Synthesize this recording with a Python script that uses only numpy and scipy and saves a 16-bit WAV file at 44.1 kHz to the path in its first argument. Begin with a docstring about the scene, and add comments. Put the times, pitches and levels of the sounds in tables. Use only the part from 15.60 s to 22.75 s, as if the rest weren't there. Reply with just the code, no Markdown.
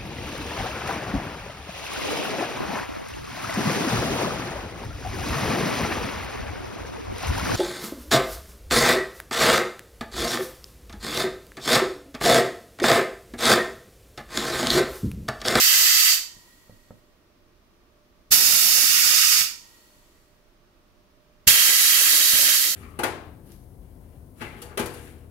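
"""A small workshop: a pneumatic rotary actuator on a steel block is cycled three times, close by.
Jets of filtered noise roar from the exhaust port for about a second each; the first is already under way.
The later blasts come with a thud and a louder start. After closings the line bleeds down as hiss and a thin
whistle, the third cut short by the end. Forced bench modes knock softly over faint air noise and machine hum."""
import sys
import numpy as np
from scipy import signal
from scipy.fft import rfft, irfft
from scipy.io import wavfile

SR = 44100
rng = np.random.default_rng(int(sys.argv[2]) if len(sys.argv) > 2 else 0)


def master(y):
    """Save y as 16-bit WAV."""
    cut = np.clip(np.atleast_2d(y).T, -1, 1)
    pcm = np.round(cut * 32767)  # scale
    wavfile.write(sys.argv[1], SR, pcm.astype(np.int16))


N = 315315
TIME = np.arange(N) / SR
FREQ = np.maximum(np.fft.rfftfreq(N, 1 / SR), 1)


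def from_db(db):
    """Decibels to gain."""
    return 10 ** (np.asarray(db) / 20)


def since(start_s):
    """Seconds gone by since a moment, zero before it."""
    return np.maximum(TIME - start_s, 0)


def at_level(x):
    """Scale stereo sound so that its left-right mean has rms 1."""
    return x / np.sqrt(np.mean(x.mean(axis=0) ** 2) + 1e-20)


def panned(x, right_db):
    """Lean a sound to the right by a level difference."""
    return x * from_db(np.array([[-right_db], [right_db]]) / 2)


def over_pitch(rows, hz=FREQ):
    """Interpolate each column of a spectrum on a log-frequency axis."""
    points, *columns = np.transpose(rows)
    return np.array([np.interp(np.log(hz), np.log(points), c) for c in columns])


def white():
    """Spectrum of two unrelated white noises."""
    return rfft(rng.standard_normal((2, N)))


def drift(rate_hz):
    """Slow random signal with spread 1."""
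    slow = irfft(white()[0] / (1 + (FREQ / rate_hz) ** 2), N)
    return slow / slow.std()


def wavering_tone(hz, width_hz):
    """Narrow noisy line of rms 1: two carriers in quadrature with drifting strengths."""
    phase = 2 * np.pi * np.cumsum(hz * np.ones(N)) / SR
    return drift(width_hz) * np.cos(phase) + drift(width_hz) * np.sin(phase)


def coloured_noise(colour, ripple):
    """Spectrum of stereo noise with a broad colour and narrow peaks and dips."""
    shape_db = over_pitch(colour)
    for hz, width_hz, left_db, right_db in ripple:
        gain_db = np.array([[left_db], [right_db]])
        shape_db = shape_db + gain_db / (1 + (2 * (FREQ - hz) / width_hz) ** 2)
    return white() * from_db(shape_db)


# air noise, relative: freq_hz, density_db_per_hz
AIR_COLOUR = [(12, -29.5), (20, 2.5), (46, -7), (140, -15.5), (207, -14.5), (238, -15.5), (352, -13.5),
              (491, -19.5), (614, -18.5), (788, -24), (1130, -22), (1670, -26.5), (5690, -32.5),
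              (7730, -41), (15500, -38)]
AIR_DB = -60.5
# air noise in stereo: freq_hz, left_right_likeness, right_lean_db
AIR_STEREO = [(50.16, 0.6, 4), (130, 0.8, 4), (289.3, 0.95, 2), (640, 0.22, 2), (2400, 0.05, 3),
              (4400, 0.0, -0.5)]
# machine hum lines: pitch_hz, level_db
HUM_LINES = [(269, -80), (350, -75.5), (598, -74), (641, -83.5), (1157, -83.5), (1281, -89), (1884, -87.5)]


def workshop():
    """Ventilation noise, alike on both sides in the bass, and a slightly wavering machine hum."""
    mid, side = white()
    alike, lean_db = over_pitch(AIR_STEREO)
    alike = np.clip(alike, 0, 1)
    both = np.sqrt(1 + alike) * mid + np.sqrt(1 - alike) * side * [[1], [-1]]
    both = both * from_db(lean_db / 2 * [[-1], [1]])
    air = from_db(AIR_DB) * at_level(irfft(both * from_db(over_pitch(AIR_COLOUR)), N))
    hum = 0
    for pitch_hz, level_db in HUM_LINES:
        steady = np.sin(2 * np.pi * pitch_hz * TIME)
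        hum = hum + from_db(level_db) * (steady + 0.65 * wavering_tone(pitch_hz, width_hz=7.2))
    return air + panned(hum, right_db=6.5)


# valve strokes: opens_s, closes_s, rise_s, loud_start_db, whistle_db
VALVE_STROKES = [(-0.5, 0.526, 0.014, 5, -65.5), (2.704, 3.814, 0.018, 6.5, -69),
                 (5.8679, 7.12, 0.0089, 8, -70)]
# borders between rumble, roar, hiss, sizzle: freq_hz
EDDY_EDGES_HZ = [1000, 3500, 9000]
# jet colour, relative, per stroke: freq_hz, left_db, right_db
JET_COLOUR_1 = [(60, -32.5, -31), (250, -24, -34), (998, -20.5, -23), (1270, -19, -6), (2000, -15.5, -5.5),
                (3420, -6, -5), (4600, -5.5, -4), (6500, -4, -2), (8740, -11.5, -6.5), (10500, -15.5, -6),
                (12250, -7, 0.5), (14100, -5, -4.0), (15500, -8.5, -10)]
JET_COLOUR_2 = [(60, -27, -27.5), (250, -25, -17.5), (1009, -25, -22.5), (1264, -23, -11.5),
                (2000, -15.5, -5), (3400, -11.5, -2), (4600, -3.5, -2.5), (6450, -4.5, -2),
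                (8800, -18.5, -5.5), (10500, -11.5, -2.5), (12300, -9.5, 0.5), (14000, -7.5, -6),
                (15500, -8, -6)]
JET_COLOUR_3 = [(60.5, -28, -30.5), (246, -24.5, -19.5), (980, -23, -23.5), (1350, -23, -8.5),
                (1980, -22.5, -7), (3320, -8.0, -9), (4580, -2.5, 2.5), (6700, -4.5, 0.5),
                (8760, -6.5, -6.5), (10500, -11, 0), (11960, -3.5, 2), (13900, -8.5, -2), (15400, -4, -22)]
# narrow peaks and dips in each blast's colour, per stroke: freq_hz, width_hz, left_db, right_db
JET_RIPPLE_1 = [(303.5, 50, 0.0, 8.5), (516.6, 110, -5, 6.5), (753, 50, 2, 1), (950, 50, 2, 8),
                (1444, 90, -3.5, -6.5), (1890, 110, -2, 4.5), (2033, 87, 7.5, 8.5), (2280, 260, 4, -2.5),
                (2652, 110, -9, 8.5), (3100, 230, 0.5, 6), (3400, 73, -8.5, -6.5), (4220, 16, -1.5, 14.5),
                (4610, 210, 5, 5), (4680, 33, -4, 11.5), (5000, 100, 2, 7.5), (5760, 100, -2, -2),
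                (5780, 50, 3.5, 8), (6136, 50, -1.5, 3.5), (7084, 100, 1, 5.5), (7670, 260, 3, 4.5),
                (8900, 90, -11, -0.5), (10880, 50, -14.5, 2.5), (12900, 150, 1, 3), (14500, 90, -2.5, 8.5)]
JET_RIPPLE_2 = [(413, 150, -0.5, -8.5), (1040, 74, 2.5, 3.5), (1200, 50, 5, 3.5), (1309, 260, 2.5, 6),
                (1902, 37, -2, 5), (2340, 30, -1, 3), (2710, 230, 0, 5), (3340, 45, 4.5, -10),
                (3240, 71, -6, -8), (3800, 50, 5, 2.5), (4020, 160, -5, -7.5), (4580, 81, 0.5, 6.5),
                (4800, 90, -0.5, 9), (4980, 50, -4.5, -0.5), (5210, 38, -1, 12.5), (5450, 406, 0, 5),
                (6155, 26, -0.5, 7.5), (6640, 45.6, 1, 12), (7050, 150, -2, 4), (7980, 160, 1.5, 6.5),
                (8240, 150, 1.5, -2.5), (8600, 50, 10, 3), (8860, 83, 10, 2.5), (13178, 50, 2.5, 2.5)]
JET_RIPPLE_3 = [(305, 32, 3, 8.5), (576, 77, 5, 9.5), (768, 50, 0, 6), (950, 68, 2.5, 4),
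                (1467, 77, -3, -11), (1610, 81, 8, 0.5), (1970, 210, 5, 4.5), (2150, 190, 4.5, -2),
                (2710, 45, 9, 5.5), (3010, 220, -5, 4), (3196, 96, 10.5, 8.5), (3320, 80, -15, -4),
                (3320, 50, -8, 3), (3835, 70, 7, 10.5), (4340, 330, 1.5, 1), (5020, 78, -8, -20),
                (5700, 280, 3, -5), (6158, 24, 3, 7.5), (6950, 44, 12.5, 1), (7630, 200, -6, 5.5),
                (8053, 81, -6, 7), (8360, 80, -2, 9), (9500, 50, 2.5, 6), (9800, 50, 2.0, 6)]
# jet level halfway through each stroke: rumble_db, roar_db, hiss_db, sizzle_db
JET_MIDWAY = [(-50.5, -27, -21, -21.5), (-50.5, -29.5, -21.5, -21), (-49, -27.5, -22.5, -20.5)]
# change as the chamber empties, per stroke:
# right_rumble_db_per_s, roar_db_per_s, hiss_db_per_s, sizzle_db_per_s
JET_CHANGE = [(3, 0, -0.087, -2), (-2.5, 4, 0.99, -3.5), (5, -3.5, -0.5, -1)]
LEFT_RUMBLE_DB_PER_S = -19
# unsteadiness of rumble, roar, hiss, sizzle: spread_db, rate_hz
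JET_FLUTTER = [(2.5, 14), (1.25, 25), (0.46, 25), (0.47, 25)]
# spent air swelling the rumble: centre_s, half_length_s, swell_db
RUMBLE_GUST = (6.77, 0.1, 4.8)
LOUD_START_S = 0.029
PRESSURE_LASTS_S, SAG_DB_PER_S = 1.06, 27  # a valve held open longer runs short of air
SHUT_DB_PER_S = 193.5


def exhaust(stroke, levels_db, trends_db_per_s, colour, ripple):
    """Turbulent air through the port: a louder start, a blast, a quick fall as the valve closes."""
    opens_s, closes_s, rise_s, loud_start_db, _ = stroke
    turbulence = coloured_noise(colour, ripple)
    past_halfway_s = np.clip(TIME, opens_s, closes_s) - (opens_s + closes_s) / 2
    gust_s, gust_half_s, gust_db = RUMBLE_GUST
    gust = gust_db * np.exp(-((TIME - gust_s) / gust_half_s) ** 2)
    rumble_trend = np.array([[LEFT_RUMBLE_DB_PER_S], [trends_db_per_s[0]]])
    changes_db = [rumble_trend * past_halfway_s + gust]
    changes_db += [trend * past_halfway_s for trend in trends_db_per_s[1:]]
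    zone = np.searchsorted(EDDY_EDGES_HZ, FREQ)
    jet = 0
    for k, (level_db, change_db, flutter) in enumerate(zip(levels_db, changes_db, JET_FLUTTER)):
        spread_db, rate_hz = flutter
        eddies = at_level(irfft(turbulence * (zone == k), N))
        jet = jet + eddies * from_db(level_db + change_db + spread_db * drift(rate_hz))
    opening = np.minimum(since(opens_s) / rise_s, 1) ** 2
    # each blast starts louder, then settles within about 30 ms
    loud_start = loud_start_db * np.exp(-(since(opens_s + rise_s) / LOUD_START_S) ** 1.9)
    sag = SAG_DB_PER_S * since(opens_s + PRESSURE_LASTS_S)
    return jet * opening * from_db(loud_start - sag - SHUT_DB_PER_S * since(closes_s))


# bleed hiss, relative: freq_hz, left_db_per_hz, right_db_per_hz
HISS_COLOUR = [(652, -16, -13), (1000, -2.5, -1), (1500, -8, -11), (2993, -0.5, -1), (4500, -2.5, -3),
               (5960, -1, -4.5), (7600, -1, -0.5), (8750, -6, -6), (11800, -5, -0.5), (13500, -6, -7),
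               (15600, -4.5, -7.5)]
# cavities sounded by seeping air: freq_hz, width_hz, left_db, right_db
BLEED_CAVITIES = [(952, 130, 11, 10), (1365, 70, -3, 15.5), (2260, 45, 2, 3.5), (2660, 50, -2, 3),
                  (4430, 90, 9, 13.5), (13020, 80, -0.5, 7)]
BLEED_DB, BLEED_RISE_S, BLEED_DB_PER_S = -52.5, 0.1, 20
SEAL_SEATS_S, SEATED_DB_PER_S = 0.82, 35  # extra fade once the seal seats
WHISTLE_HZ, WHISTLE_FLAT_HZ, WHISTLE_SETTLE_S, WHISTLE_DB_PER_S = 1914, 90, 0.2, 16


def bleed(stroke):
    """The last air seeps past a seal, hissing and whistling; the whistle starts flat and settles."""
    _, closes_s, _, _, whistle_db = stroke
    age_s = since(closes_s)
    hiss = at_level(irfft(coloured_noise(HISS_COLOUR, BLEED_CAVITIES), N))
    hiss = from_db(BLEED_DB - BLEED_DB_PER_S * age_s) * hiss
    whistle_hz = WHISTLE_HZ - WHISTLE_FLAT_HZ * np.exp(-age_s / WHISTLE_SETTLE_S)
    whistle_gain = from_db(whistle_db - WHISTLE_DB_PER_S * age_s)
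    whistle = whistle_gain * wavering_tone(whistle_hz, width_hz=46)
    rise = np.minimum(age_s / BLEED_RISE_S, 1)
    seeping = rise * from_db(-SEATED_DB_PER_S * since(closes_s + SEAL_SEATS_S))
    return (hiss + panned(whistle, right_db=19.5)) * seeping


# thuds and knocks of the mechanism: start_s, level_db, contact_ms
MECHANISM_KNOCKS = [(0.533, -60, 1.2), (0.766, -47.5, 3.5), (1.096, -42, 0.9), (1.123, -46, 4),
                    (1.165, -51, 3.5), (1.307, -38.5, 0.53), (2.707, -34.5, 3.9), (2.854, -33.5, 12),
                    (3.812, -40.5, 2.4), (4.366, -53.5, 2.6), (5.869, -22.5, 4.2), (6.734, -33.5, 2.2),
                    (7.105, -46, 1.6)]
# modes of the block on its bench: pitch_hz, level_db, t60_s
BENCH_MODES = [(62, -17.5, 0.08), (109, -8.5, 0.21), (133, -14, 0.18), (185.2, -8, 0.1), (225, -5.5, 0.12),
               (284, -12, 0.09), (440, -11.5, 0.044), (516, -5.5, 0.059), (575, -2.5, 0.055),
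               (726, -10, 0.044), (899, -9.5, 0.04), (1290, -9, 0.035), (1617, -17, 0.03),
               (2050, -19, 0.025)]


def knocks():
    """Soft pushes ring the bench; a longer contact gives a duller thud."""
    force = np.zeros(N)
    for start_s, level_db, contact_ms in MECHANISM_KNOCKS:
        progress = np.clip((TIME - start_s) * 1000 / contact_ms, 0, 1)
        push = np.sin(np.pi * progress) ** 2
        force -= from_db(level_db) * push / push.sum()
    t = TIME[:SR // 2]
    ring = 0
    for pitch_hz, level_db, t60_s in BENCH_MODES:
        ring = ring + from_db(level_db - 60 * t / t60_s) * np.sin(2 * np.pi * pitch_hz * t)
    return panned(signal.fftconvolve(force, ring)[:N], right_db=3.5)


# reverberation time: freq_hz, t60_s
ROOM_DECAY = [(200, 0.28), (2000, 0.32), (5000, 0.5), (9000, 0.22), (15000, 0.26)]


def room(x, wet_db):
    """Add a diffuse tail of decaying noise bands, each with its own reverberation time."""
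    t = TIME[:SR // 2]
    edges_hz = np.geomspace(60, 16000, 9)
    tail = 0
    for low, high in zip(edges_hz, edges_hz[1:]):
        band_pass = signal.butter(2, [low, high], "band", fs=SR, output="sos")
        band = signal.sosfilt(band_pass, rng.standard_normal((2, len(t))))
        t60_s = over_pitch(ROOM_DECAY, np.sqrt(low * high))[0]
        decay = from_db(-60 * t / t60_s) * (t > .003)  # tail starts after 3 ms
        tail = tail + band * decay / np.linalg.norm(decay)
    wet = from_db(wet_db)
    reverb = signal.fftconvolve(x, tail, axes=1)[:, :N]
    return (x + wet * reverb) / np.sqrt(1 + wet ** 2)


def scene():
    """Blasts and knocks in the room, plus bleeds and workshop background."""
    colours = (JET_COLOUR_1, JET_COLOUR_2, JET_COLOUR_3)
    ripples = (JET_RIPPLE_1, JET_RIPPLE_2, JET_RIPPLE_3)
    blasts = sum(map(exhaust, VALVE_STROKES, JET_MIDWAY, JET_CHANGE, colours, ripples))
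    bleeds = sum(map(bleed, VALVE_STROKES))
    return room(blasts, wet_db=-7.0) + room(knocks(), wet_db=-7.5) + bleeds + workshop()


CUTOFF_HZ = 15750


def record(dry):
    """Clip peaks at full scale, then cut the top steeply."""
    low_pass = signal.firwin(601, CUTOFF_HZ, fs=SR)
    return signal.fftconvolve(np.clip(dry, -1, 1), low_pass[None], mode="same", axes=1)


dry = scene()
out = record(dry)
master(out)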